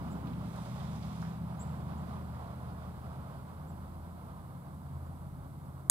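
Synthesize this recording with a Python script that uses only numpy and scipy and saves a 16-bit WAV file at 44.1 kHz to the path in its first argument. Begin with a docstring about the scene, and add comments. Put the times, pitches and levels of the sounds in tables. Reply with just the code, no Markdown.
"""A vehicle drones on a country road off to the right, then slowly recedes: exhaust harmonics over
throbbing rumble and tyre noise. A second engine revs briefly, clothing rustles close by on the right,
and a small bird chips, echoed by the trees. At the very end a crossbow fires, a few metres ahead:
quick impacts excite the modes of latch and rail in a bright snap, and those of the limbs in a thump."""
import sys
import numpy as np
from scipy import signal
from scipy.fft import rfft, irfft
from scipy.io import wavfile

SR = 44100
rng = np.random.default_rng(int(sys.argv[2]) if len(sys.argv) > 2 else 0)


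def digitize_waveform(pressure):
    """Quantize a signal to 16-bit integers and store it at the path in sys.argv[1].

    Rows of a 2-D input are taken as channels; values are limited to [-1, 1].
    """
    field = np.atleast_2d(pressure).T
    bounded = np.clip(field, -1, 1)
    quanta = np.round(bounded * 32767).astype(np.int16)
    wavfile.write(sys.argv[1], SR, quanta)


N = 260532
TIME = np.arange(N) / SR

# broad surges of the vehicle's noise: t/s, rasp gain/dB, tyre gain/dB, half-width/s
NOISE_SURGES = [(0.043, 8.5, 2.5, 0.57), (1.966, 4.5, 1.5, 0.31), (2.9, 0.5, 2, 0.95)]


def amp(db):
    """Amplitude ratio of a level in decibels."""
    return 10 ** (np.asarray(db) / 20)


def unit(x):
    """Normalisation to rms 1."""
    return x / np.sqrt(np.mean(x ** 2) + 1e-20)


def read(points, hz):
    """Interpolation on a logarithmic frequency axis."""
    f, value = np.transpose(points)
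    return np.interp(np.log(hz + 1), np.log(f + 1), value)


def hold(start_s, length_s, attack_s, release_s):
    """Trapezoidal envelope: rise, plateau and fall to silence."""
    age = TIME - start_s
    return np.clip(age / attack_s, 0, 1) * np.clip((length_s - age) / release_s, 0, 1)


def bump(s, half_s):
    """Gaussian envelope of height 1 around time s."""
    return np.exp(-((TIME - s) / half_s) ** 2)


def burst(s, decay_s, rise_s=0.00049):
    """Impact envelope: quick rise, exponential decay."""
    age = np.maximum(TIME - s, 0)
    return (1 - np.exp(-age / rise_s)) * np.exp(-np.minimum(age / decay_s, 20))


def wander(rate_hz):
    """Random fluctuation: low-pass Gaussian noise of rms 1."""
    hz = np.fft.rfftfreq(N, 1 / SR)
    return unit(irfft(rfft(rng.standard_normal(N)) * np.exp(-(hz / rate_hz) ** 2), N))


def noise(spectrum, coherence=None):
    """Partially coherent stereo noise of rms 1; the spectrum sets only its colour."""
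    # likeness of the channels for sound from one side: f/Hz, coherence (0-1)
    lateral_coherence = [(60, 1), (220, 0.87), (430, 0.65), (700, 0.7), (1000, 1), (1600, 0.72),
                         (2500, 0.2), (5000, 0.42), (10000, 0.35), (14000, 0)]
    hz = np.fft.rfftfreq(N, 1 / SR)
    a, b = rfft(rng.standard_normal((2, N)))
    same = np.clip(read(lateral_coherence if coherence is None else coherence, hz), 0, 1)
    mid, side = a * np.sqrt(1 + same), b * np.sqrt(1 - same)
    return unit(irfft(np.array([mid + side, mid - side]) * amp(read(spectrum, hz)), N))


def hiss(level_db=-70, whine_hz=12100, whine_db=-81):
    """Self-noise of the microphones: nearly incoherent, but for one narrow band that both share."""
    # self-noise spectrum: f/Hz, relative density/dB
    floor = [(1180, -35), (2000, 3), (2200, 3), (2420, -8.5), (3710, -2), (4260, -4.5), (4640, -3.5),
             (5240, -9), (6220, -9), (8260, 0), (10600, 0.5), (11400, 1.5), (12100, -2.5), (12900, 1),
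             (15600, -9.5)]
    band = [(whine_hz + df, db) for df, db in [(-700, -60), (-250, -7), (0, 0), (250, -7), (700, -60)]]
    broadband = amp(level_db) * noise(floor, [(2000, 0.11), (14000, 0.087)])
    return broadband + amp(whine_db) * noise(band, [(whine_hz, 0.9)])


def bird(sweep=0.2, settle_s=0.0076, rasp=0.03, twigs_db=-3, twigs_s=0.016, trees_db=-7, trees_t60=0.62):
    """Frequency modulation gives raspy upswept chips; twigs scatter them, the tree line reverberates."""
    # chips: t/s, level/dB, top f/Hz, duration/s
    chips = [(0.101, -65.5, 7500, 0.045), (1.589, -53, 7680, 0.049), (1.972, -70, 7500, 0.031),
             (3.672, -69.5, 7670, 0.044), (5.056, -74, 7800, .024)]
    song = np.zeros(N)
    for s, db, top_hz, length in chips:
        age = np.clip(TIME - s, 0, length)
        hz = top_hz * (1 - sweep * np.exp(-age / settle_s)) * (1 + rasp * wander(700))
        song += amp(db) * np.sin(np.pi * age / length) * np.sin(2 * np.pi * np.cumsum(hz) / SR)
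    t = TIME[:SR // 2]
    twigs, trees = rng.standard_normal((2, 2, len(t)))
    echo = amp(twigs_db) * unit(twigs * np.exp(-t / twigs_s))
    echo += amp(trees_db) * unit(trees * amp(-60 * t / trees_t60))
    return song + signal.fftconvolve(song[None], echo / np.sqrt(len(t)), axes=1)[:, :N]


def doublings(nearest_s=0.92, road_m=30.9, speed_m_per_s=15.6):
    """Straight-line motion: the vehicle's distance, in doublings of its closest approach."""
    return np.log2(np.hypot(1, speed_m_per_s * (TIME - nearest_s) / road_m))


def cycle_hz():
    """Fundamental of the departing engine: its rate of working cycles."""
    # engine speed: t/s, cycle rate/Hz
    speed = [(0, 15.4), (.5, 15.0), (1.5, 15.25), (1.8, 15.68), (3.0, 15.75), (3.35, 16.72), (5.9, 16.82)]
    return np.interp(TIME, *np.transpose(speed))


def tyres(roar_db=-52, roar_loss_db=4, fizz_db=-67, fizz_loss_db=7.5, flutter_db=1.1):
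    """Rolling noise dulls with range: the treble loses more per doubling of distance."""
    # mid-range roar and treble fizz: f/Hz, relative density/dB
    roar = [(200, -24), (330, -20), (400, -5), (500, -3), (580, 0), (710, 1), (1020, 0.5), (1310, -4.5),
            (1600, -13.5), (2000, -29), (2700, -46)]
    fizz = [(1200, -7), (1900, -1), (2700, -6.5), (3550, -5.5), (4100, -8), (5000, -9), (5800, -15),
            (9000, -14), (15000, -47)]
    away = doublings()
    surge_db = sum(db * bump(s, half_s) for s, _, db, half_s in NOISE_SURGES)
    rolling = amp(roar_db - roar_loss_db * away) * noise(roar)
    rolling += amp(fizz_db - fizz_loss_db * away) * noise(fizz)
    return amp(surge_db + flutter_db * wander(16.4)) * rolling


def exhaust_noise(level_db=-51, rumble_loss_db=1.7, rasp_loss_db=1.5, lumps_db=1.0, throb_db=1.0):
    """Amplitude modulation: exhaust noise throbs once an engine cycle and weakens with distance."""
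    # deep rumble and the rasp above it: f/Hz, relative density/dB
    rumble = [(20, -23), (36, -34), (47, -4), (65, 7), (100, 6), (150, 2.5), (185, 5), (230, -18.5),
              (400, -45)]
    rasp = [(90, -9), (150, 8.5), (210, 3.5), (260, 1.5), (320, -5), (420, -11), (700, -44.5)]
    away = doublings()
    surge_db = sum(db * bump(s, half_s) for s, db, _, half_s in NOISE_SURGES)
    rumble_db = level_db - rumble_loss_db * away + lumps_db * wander(2.4)
    rasp_db = level_db - rasp_loss_db * away + surge_db
    throb = amp(throb_db * np.cos(2 * np.pi * np.cumsum(cycle_hz()) / SR))
    return throb * (amp(rumble_db) * noise(rumble) + amp(rasp_db) * noise(rasp))


def engine(strong_orders=(5, 8, 11, 13), strong_waver=0.14, weak_waver=0.6, jitter=0.0031):
    """Harmonic series of the engine cycle; moving air makes each order waver; most fade with range."""
    # exhaust harmonics: order, level when nearest/dB, loss per doubling of distance/dB
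    orders = [(3, -65.5, -2.5), (5, -46.5, 4), (6, -61, 2), (7, -58, 6), (8, -48.5, .3), (9, -61, -1.2),
              (10, -60.5, 1.2), (11, -46.5, 15.5), (13, -48, 22), (15, -59.5, 18), (20, -70.5, -0.5)]
    # brief swells and dips of single orders: t/s, order, gain/dB, half-width/s
    swells = [(.6, 5, -5.5, 0.4), (1.3, 5, -3.5, 0.41), (2.1, 5, 1.5, 0.49), (3.65, 9, 8.5, 0.21),
              (3.95, 8, -15, 0.46), (4.586, 5, -8, 0.3), (4.9, 5, 9, 0.22)]
    phase = 2 * np.pi * np.cumsum(cycle_hz() * (1 + jitter * wander(7.2))) / SR
    away, out = doublings(), np.zeros(N)
    for order, db, loss_db in orders:
        swell_db = sum(gain * bump(s, half_s) for s, k, gain, half_s in swells if k == order)
        waver = strong_waver * wander(18.0) if order in strong_orders else weak_waver * wander(3.8)
        level = amp(db - loss_db * away + swell_db) * (1 + waver)
        out += level * np.cos(order * phase + 2 * np.pi * rng.random())
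    return np.sqrt(2) * out


def revving(start_s=0.66, attack_s=0.073, level_db=-46, blip_db=7, sag_db_per_s=2.5, overtone_db=-13):
    """Pitch follows firing rate: a second engine opens with a blip, climbs and eases off."""
    low_hz, top_hz, settled_hz = 121.2, 165.5, 147.4
    climb_s, settle_s = 0.58, 0.5
    age = np.maximum(TIME - start_s, 0)
    climb = np.sin(np.pi / 2 * np.minimum(age / climb_s, 1))
    settle = np.sin(np.pi / 2 * np.clip((age - climb_s) / settle_s, 0, 1)) ** 2
    hz = low_hz + (top_hz - low_hz) * climb - (top_hz - settled_hz) * settle
    phase = 2 * np.pi * np.cumsum(hz * (1 + 0.014 * wander(8.5))) / SR
    note = np.cos(phase) + amp(overtone_db) * np.cos(1.5 * phase)
    level = amp(level_db + blip_db * bump(start_s + attack_s, half_s=0.037) - sag_db_per_s * age)
    envelope = hold(start_s, length_s=1.6, attack_s=attack_s, release_s=0.3)
    return np.sqrt(2) * level * envelope * (1 + 0.26 * wander(19)) * note


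def clothing(slide_db=-62.5, grain_db=1.0, swish_db=-69):
    """Sliding friction: clothing rustles close by, with an airy swish and small catches."""
    # friction spectrum: f/Hz, relative density/dB
    cloth = [(900, -3), (2000, 5.5), (3000, 0.5), (3550, 5.5), (4500, -0.5), (5100, 1), (5900, -2),
             (7500, -1), (10000, -6), (13000, -11), (16000, -19)]
    airy = [(4000, -25), (8000, 0), (10500, 0), (15000, -18)]
    slide = hold(start_s=0.32, length_s=1.1, attack_s=0.3, release_s=0.18)
    drag = slide * amp(slide_db + grain_db * wander(120)) * noise(cloth)
    return drag + amp(swish_db) * bump(0.6, half_s=0.14) * noise(airy)


def handling():
    """Light impacts of handling, each a band of noise in exponential decay."""
    # ticks and knocks: t/s, level/dB, centre f/Hz, decay time/s
    ticks = [(0.27, -59, 3460, 0.012), (0.333, -57.5, 3270, .005), (.56, -59, 10000, .005),
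             (.8, -59.5, 3600, 0.019), (.959, -55, 6000, .003), (1.025, -58.5, 4700, 0.015),
             (1.216, -57, 5800, 0.0087), (1.225, -46, 1240, 0.022), (1.248, -54.5, 1560, 0.034)]
    out = np.zeros((2, N))
    for s, db, hz, decay_s in ticks:
        band = [(hz / 4, -30), (hz * 0.56, -5), (hz, 0), (hz * 1.23, -5), (hz * 2, -30), (hz * 4, -60)]
        out += amp(db) * burst(s, decay_s) * noise(band)
    return out


def ring(modes, s, contact_s):
    """Modal superposition: damped modes struck at time s build up over the contact time."""
    age = np.clip(TIME - s, 0, 0.5)
    swing = sum(amp(db - 60 * age / t60) * np.cos(2 * np.pi * hz * age) for hz, db, t60 in modes)
    return (1 - np.exp(-age / contact_s)) * swing


def crossbow(crack_s=0.0039, contact_s=0.00047):
    """Impact excitation: the latch snaps open, the string scrapes the rail, the limbs kick the stock."""
    # impacts from latch to limbs: t/s, metal level/dB, crack level/dB, thump level/dB
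    blows = [(5.8982, -5, -23, -33), (5.8991, -8, -21, -32), (5.9009, -22, -27, -38),
             (5.9022, -28, -27, -33), (5.9045, -21, -17, -14), (5.9063, -25, -24, -29)]
    # modes of latch and rail, then of limbs and stock: f/Hz, relative level/dB, T60/s
    metal_modes = [(2300, -21, 0.028), (3780, -15, 0.033), (4400, -18.5, 0.017), (5590, -19.5, 0.017),
                   (7100, -5.5, 0.022), (7700, -6.5, 0.011), (8450, -0.5, 0.014), (9320, -1, 0.007),
                   (10440, -3, 0.014), (12350, -7, 0.0054), (15100, -17, .007)]
    limb_modes = [(310, -1, 0.049), (660, -23, 0.014), (930, 2, 0.032), (1337, -5, 0.067)]
    # crack of the scraping string: f/Hz, relative density/dB
    crack_spectrum = [(150, -10), (400, -1), (700, -3), (1000, 9.5), (1800, -11), (2400, -0.5), (2900, -5),
                      (3700, -6.5), (5600, -6), (7500, -3), (10500, -5), (13000, -15), (16000, -13)]
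    scrape = noise(crack_spectrum, coherence=[(1000, 0.95), (12000, 0.87)])
    out = np.zeros((2, N))
    for s, metal_db, crack_db, thump_db in blows:
        out += amp(metal_db) * ring(metal_modes, s, contact_s)
        out += amp(crack_db) * burst(s, crack_s, contact_s) * scrape
        out += amp(thump_db) * ring(limb_modes, s, contact_s)
    return out


def from_right(x):
    """Path difference and acoustic shadow: sound from the right reaches the left late and shaded."""
    # delay at the left microphone: f/Hz, lag/ms
    lag = [(90, 0.5), (250, 0.3), (1000, 0.25), (2200, 0.16), (2900, 0.094), (9000, 0.046)]
    # shadow of the body that carries the microphones: f/Hz, left minus right level/dB
    shadow = [(80, .5), (250, 0), (430, -2), (700, -4), (1200, -6), (2000, -8.5), (3000, -10.5),
              (5200, -7.5), (7000, -3.5), (9500, 0), (14000, -1.5)]
    hz = np.fft.rfftfreq(2 * N, 1 / SR)
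    lag_s = read(lag, hz) / 1000
    shade = amp(read(shadow, hz) / 2)  # half the difference goes to each side
    response = np.array([shade * np.exp(-2j * np.pi * hz * lag_s), 1 / shade])
    return irfft(rfft(x, 2 * N) * response)[:, :N]


def scene():
    """Superposition in open air: traffic, clothing and handling on the right, the crossbow ahead."""
    traffic = tyres() + exhaust_noise() + engine() + revving()
    return hiss() + bird() + from_right(traffic + clothing() + handling()) + crossbow()


def record(dry):
    """Band limiting by a linear-phase low-pass filter."""
    edge_hz = 15850
    lowpass = signal.firwin(511, edge_hz, window=("kaiser", 9), fs=SR)
    return signal.oaconvolve(dry, lowpass[None], "same", axes=1)


dry = scene()
out = record(dry)
digitize_waveform(out)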